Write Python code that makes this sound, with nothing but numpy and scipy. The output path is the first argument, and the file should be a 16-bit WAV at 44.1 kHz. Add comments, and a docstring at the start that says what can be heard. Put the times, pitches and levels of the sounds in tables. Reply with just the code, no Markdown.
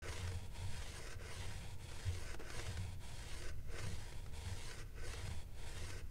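"""The plastic tip of a long cane sweeps left and right over short ribbed carpet, close to one microphone.
Fibres catch and slip under the tip and ring the cane; in mid-stroke the ribs make it drum.
The tip snags on tufts and knocks now and then, mostly near the turns.
The room is small and furnished, with a short, soft tail and a low rumble under everything."""
import sys
import numpy as np
from scipy import signal
from scipy.fft import rfft, irfft, next_fast_len
from scipy.io import wavfile
from scipy.ndimage import uniform_filter1d, map_coordinates

SR = 44100
rng = np.random.default_rng(int(sys.argv[2]) if len(sys.argv) > 2 else 0)


def digitize_waveform(pressure):
    """Quantize a signal to 16-bit integers and store it at the path in sys.argv[1].

    Rows of a 2-D input are taken as channels; values are limited to [-1, 1].
    """
    field = np.atleast_2d(pressure).T
    bounded = np.clip(field, -1, 1)
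    quanta = np.round(bounded * 32767).astype(np.int16)
    wavfile.write(sys.argv[1], SR, quanta)


N = 269010

# Friction spectrum at the left of the arc. Each row: frequency in Hz, level in dB.
LEFT_FRICTION = [(400, -7), (780, -16), (1080, 0), (1400, -1.5), (1800, 0), (2300, -1), (2750, -4),
                 (4200, -7.5), (6500, -7.5), (7650, -16), (9200, -14.5), (10400, -19), (12000, -22.5),
                 (15000, -34)]
# Resonances of the plastic tip. Each row: frequency in Hz, width in Hz, level in dB.
TIP_MODES = [(1529, 28, 7.5), (1670, 21, -5.5), (1905, 81, -8.5), (2120, 130, -13), (4980, 190, -14),
             (7140, 290, -6), (8460, 160, 5.5)]
# Bending modes of the hollow shaft. Each row: frequency in Hz, width in Hz, level in dB.
SHAFT_MODES = [(361, 64, 3.5), (458.6, 60, 5), (568, 24, -7), (620, 41, -7), (873, 36, -17.5)]


def amp(db):
    return 10 ** (np.asarray(db) / 20)


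def unit(x):
    return x / np.sqrt(np.mean(x ** 2) + 1e-20)


def along(points, hz):
    """Interpolate (Hz, value) points on a log frequency axis."""
    f, v = np.transpose(points)
    return np.interp(np.log(hz + 1), np.log(f + 1), v)


def wobble(rate):
    """A smooth random curve, rate knots a second."""
    return map_coordinates(rng.standard_normal(N // 20), [np.arange(N) * rate / SR], mode="wrap")


def filtered(x, response):
    """Pass x through a complex frequency response."""
    size = next_fast_len(N + SR // 2)
    return irfft(rfft(x, size) * response(np.fft.rfftfreq(size, 1 / SR)), size)[:N]


def noise(response):
    """Coloured noise at unit RMS."""
    return unit(filtered(rng.standard_normal(N), response))


def ring(modes, hz):
    """Response of a set of resonances."""
    return sum(amp(db) * 1j * hz * width / (centre ** 2 - hz ** 2 + 1j * hz * width)
               for centre, width, db in modes)


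def above(edge_hz, hz):
    return np.sqrt(1 - below(edge_hz, hz) ** 2)


def below(edge_hz, hz):
    return 1 / np.sqrt(1 + (hz / edge_hz) ** 8)


def bursts(rows, rise_s):
    """An envelope that rises at every (s, dB, t60 s) event and dies away."""
    t, envelope = np.arange(SR // 4) / SR, np.zeros(N + SR)
    for start, db, t60 in rows:
        envelope[round(start * SR):][:len(t)] += amp(db - 60 * t / t60)
    return uniform_filter1d(envelope, max(1, round(rise_s * SR)))[:N]


def tip_motion():
    """Going right the rub starts hard and eases off; going left it builds until the tip stops."""
    # Strokes alternate, the first to the right. Each row: start, length and rise in seconds,
    # scrape level at start and end in dB, hiss and shaft offsets from the scrape in dB.
    strokes = [(-.03, 0.54, 0.12, -50.5, -67.5, -1, 0.5), (.48, 0.69, 0.082, -62.5, -57, 0, 0),
               (1.15, 0.63, 0.14, -53.5, -64, -1.5, 0), (1.765, 0.61, 0.064, -64, -58, 0.5, 2),
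               (2.38, 0.6, 0.19, -49.5, -67.5, -0.5, 0), (2.97, 0.56, 0.063, -64.5, -57.5, 1, 1.5),
               (3.665, 0.67, .12, -52, -72, 0, 0), (4.295, 0.558, 0.071, -62.5, -59, 1, 0.5),
               (4.935, 0.53, 0.13, -54, -65.5, -0.5, -0.5), (5.50, 0.53, 0.16, -62.5, -58.5, 0.5, 3)]
    brake_s, bite_db = .04, 2
    t = np.arange(N) / SR
    state = np.zeros((5, N))
    for k, (start, length, rise, first_db, last_db, hiss_db, shaft_db) in enumerate(strokes):
        progress = np.clip((t - start) / length, 0, 1)
        place = (1 - (-1) ** k * np.cos(np.pi * progress)) / 2
        speed = np.clip((t - start) / rise, 0, 1) ** 1.16
        speed *= np.clip((start + length - t) / brake_s, 0, 1) ** 1.4
        db = first_db + (last_db - first_db) * progress + np.sin(np.pi * progress)  # 1 dB up mid-stroke
        bite = bite_db * (k % 2) * progress ** 4  # a leftward stroke presses into its stop
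        takes_over = (k == 0) | ((t >= start) & (speed >= state[1]))
        state = np.where(takes_over, [place, speed, db, db + hiss_db + bite, db + shaft_db], state)
    return state


def rubbing():
    """The tip's motion sets the colour (0 left, 1 right) and the dB of scrape, hiss and shaft."""
    place, speed, scrape_db, hiss_db, shaft_db = tip_motion()
    left_turn, right_turn = 0.035, 0.96
    side = right_turn + (left_turn - right_turn) * (1 - place) ** 2.38  # the left colour fades early

    def level(db, power, rest_db):
        """A lower power of speed sounds sooner; at rest the tip still shifts in the pile."""
        return 20 * np.log10(np.hypot(amp(db) * speed ** power, amp(rest_db)))

    return (side, level(scrape_db, power=0.92, rest_db=-74.5),
            level(hiss_db - 3.5 * (1 - side), power=1.04, rest_db=-78),
            level(shaft_db - 3.5 * (1 - side) - 6.5 * side, power=0.54, rest_db=-73.5))


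def slips(per_second, spread_db, smooth):
    """Tiny slips of single fibres, of uneven size, on the smooth rub of the pile."""
    happens = rng.random(N) < per_second / SR
    sizes = amp(spread_db * np.clip(rng.standard_normal(N), -2, 2)) * rng.choice([-1, 1], N)
    return unit(unit(happens * sizes) + smooth * rng.standard_normal(N))


def tube(x, t60, share):
    """The many close, weak modes of the cane add a very short ring to what excites them."""
    t = np.arange(SR // 20) / SR
    tail = amp(-60 * t / t60) * rng.standard_normal(len(t))
    return x + share * signal.fftconvolve(x, tail / np.linalg.norm(tail))[:N]


def friction_at(side):
    """Fibre friction at one place on the arc; the plastic rings most at the left."""
    # Friction spectrum at the right of the arc. Each row: frequency in Hz, level in dB.
    right_friction = [(400, -5), (720, 3.5), (860, 11), (1080, -3.5), (1400, -1), (1600, 0.5), (2200, 0.5),
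                      (3200, 2), (4600, -3.5), (6400, -9), (7200, -7), (10300, -8), (12500, -26),
                      (15000, -32)]
    fibres = tube(slips(per_second=2200, spread_db=4.0, smooth=0.83), t60=0.025, share=0.7)
    colour = lambda hz: amp((1 - side) * along(LEFT_FRICTION, hz) + side * along(right_friction, hz))
    ringing = 1.02 * (1 - side) ** 0.59 + 0.033 * side
    return unit(filtered(fibres, lambda hz: colour(hz) * (1 + ringing * ring(TIP_MODES, hz))))


def sweep(side, scrape_db, hiss_db, zones=8):
    """Friction changes colour along the arc, and its top fades as the tip slows for a turn."""
    nearness = lambda zone: np.clip(1 - abs(side - zone) * (zones - 1), 0, 1)
    friction = sum(np.sqrt(nearness(zone)) * friction_at(zone) for zone in np.linspace(0, 1, zones))
    scrape = unit(filtered(friction, lambda hz: above(525, hz) * below(3250, hz)))
    hiss = unit(filtered(friction, lambda hz: 1j * above(3580, hz) * below(15600, hz)))
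    top = filtered(hiss, lambda hz: above(6400, hz))
    top_db = .11 * np.minimum(hiss_db + 64.5, 0)  # hiss under -64.5 dB grows duller
    hiss += top * (amp(top_db) - 1)
    judder_db = 1.14 * wobble(55) + 0.52 * wobble(230)  # the tip hops over the weave
    scrape *= amp(scrape_db + judder_db + 0.97 * wobble(35))
    return scrape + amp(hiss_db + 0.82 * judder_db) * hiss


def hollow_shaft(shaft_db):
    """Coarser slips ring the hollow shaft."""
    coarse = slips(per_second=700, spread_db=5, smooth=0.41)
    hollow = filtered(coarse, lambda hz: ring(SHAFT_MODES, hz) * above(296, hz) * below(850, hz))
    return amp(shaft_db) * unit(hollow)


def room_tone():
    """Steady low rumble in the room, with a faint hiss."""
    # Each row: frequency in Hz, relative level in dB.
    spectrum = [(2, 2), (5, 10.5), (11, 11), (18, 9), (26, 0), (40, -1), (56, -4.5), (72, 0), (90, -5.5),
                (118, -5.5), (145, -14), (210, -19.5), (450, -35.5), (1100, -40.5), (3200, -45),
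                (15000, -47)]
    return amp(-45) * noise(lambda hz: amp(along(spectrum, hz)))


def rib_drumming():
    """Once in most strokes the tip runs across the carpet's ribs and sets cane and floor drumming."""
    # Resonances of cane and floor. Each row: frequency in Hz, width in Hz, level in dB.
    drum_modes = [(94.4, 17, -5.5), (168.7, 22, -10)]
    # Bell-shaped swells. Each row: middle in seconds, standard deviation in seconds, level in dB.
    crossings = [(.24, 0.13, -48.5), (.69, 0.076, -47.5), (1.53, 0.13, -50.5), (2.085, .022, -43.5),
                 (2.74, .11, -45), (3.9, .06, -44), (4.51, 0.064, -47), (5.26, .07, -46),
                 (5.85, .12, -53.5)]
    ribs_per_second = 94 + 7 * wobble(35)
    phase = 2 * np.pi * np.cumsum(ribs_per_second) / SR
    ribs = np.sin(phase) + 0.023 * np.sin(2 * phase)
    thud = noise(lambda hz: ring(drum_modes, hz) * above(60, hz) * below(155, hz))
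    t = np.arange(N) / SR
    swells = sum(amp(db) * np.exp(-.5 * ((t - middle) / width) ** 2) for middle, width, db in crossings)
    flutter_db = 1.5 * wobble(22.19)  # comes and goes as the tip rides the ribs
    return swells * amp(flutter_db) * unit(ribs + .5 * thud)


def snags():
    """The tip catches on a tuft: a short, bright rasp that shakes the shaft."""
    # Each row: start in seconds, level in dB, time to fall 60 dB in seconds.
    tufts = [(.085, -45.5, 0.044), (.125, -47, .05), (.177, -48, 0.03), (.276, -42, 0.024),
             (.316, -51.5, 0.056), (.822, -47.5, 0.031), (1.070, -47, .035), (1.915, -50, 0.048),
             (2.297, -51, 0.011), (2.341, -52.5, .04), (2.502, -44, 0.029), (2.594, -46, 0.072),
             (2.665, -48.5, 0.071), (2.772, -45.5, 0.042), (3.421, -47.5, .04), (3.488, -51.5, 0.041),
             (3.785, -48, 0.079), (4.055, -61, 0.028), (4.125, -54, 0.032), (4.263, -53, 0.022),
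             (4.471, -53, 0.013), (4.701, -56, .035), (4.711, -45.5, 0.043), (4.785, -55, 0.066),
             (5.134, -46, 0.042), (5.277, -46.5, 0.02), (5.903, -46.5, 0.043)]
    colour = lambda hz: amp(along(LEFT_FRICTION, hz)) * (1 + .3 * ring(TIP_MODES, hz))
    rasp = noise(lambda hz: colour(hz) * above(700, hz) * below(12000, hz))
    shake = noise(lambda hz: ring(SHAFT_MODES, hz) * above(290, hz))
    return bursts(tufts, rise_s=0.0038) * (rasp + amp(-5.5) * shake)


def knocks():
    """The loose tip knocks on the shaft, which rings under a dry clack."""
    # Each row: start in seconds, strength in dB, clack offset from that strength in dB.
    hits = [(0.321, -41.5, -22), (2.342, -47.5, -2.5), (2.345, -41, -4), (2.393, -52, -1),
            (2.398, -41.5, -7), (2.407, -43, -12), (2.411, -49, -4.5), (2.420, -43.5, -23),
            (3.743, -46, -19.5), (4.125, -47, -7.5), (4.262, -53, -0.5), (5.138, -44, -13)]
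    # Contact noise of a knock. Each row: frequency in Hz, relative level in dB.
    clack_spectrum = [(200, -10), (450, 10), (750, -1), (1300, 1), (2200, -4), (3500, -12), (8500, -17),
                      (13000, -30)]
    blows = np.zeros(N)
    for start, db, _ in hits:
        blows[round(start * SR)] = amp(db)
    ringing = amp(29) * filtered(blows, lambda hz: ring(SHAFT_MODES, hz))
    clack = noise(lambda hz: amp(along(clack_spectrum, hz)))
    envelope = bursts([(start, db + clack_db, .028) for start, db, clack_db in hits], rise_s=0.00056)
    return ringing + clack * envelope


def room_tail(x):
    """The furnished room's short, soft tail reaches the microphone 5 ms after the direct sound."""
    # Each row: frequency in Hz, time to fall 60 dB in seconds.
    decay = [(150, 0.69), (1500, 0.12), (10000, 0.078)]
    hz, t, spectra = signal.stft(rng.standard_normal(SR // 2), SR, nperseg=256)
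    _, tail = signal.istft(spectra * amp(-60 * t / along(decay, hz)[:, None]), SR, nperseg=256)
    return signal.fftconvolve(x, np.pad(tail / np.linalg.norm(tail), (SR // 200, 0)))[:N]


def scene():
    """The cane close up, in mono, with the room's tail well under it."""
    side, scrape_db, hiss_db, shaft_db = rubbing()
    cane = sweep(side, scrape_db, hiss_db) + hollow_shaft(shaft_db) + rib_drumming() + snags() + knocks()
    return (cane + amp(-16) * room_tail(cane) + room_tone())[None]


def record(dry):
    """The microphone channel opens after a moment of silence and passes nothing above its band limit."""
    silence_s, fade_s, top_hz = .02, .003, 15720
    opening = np.clip((np.arange(N) / SR - silence_s) / fade_s, 0, 1)
    return filtered(dry[0] * opening, lambda hz: hz < top_hz)[None]


dry = scene()
out = record(dry)
digitize_waveform(out)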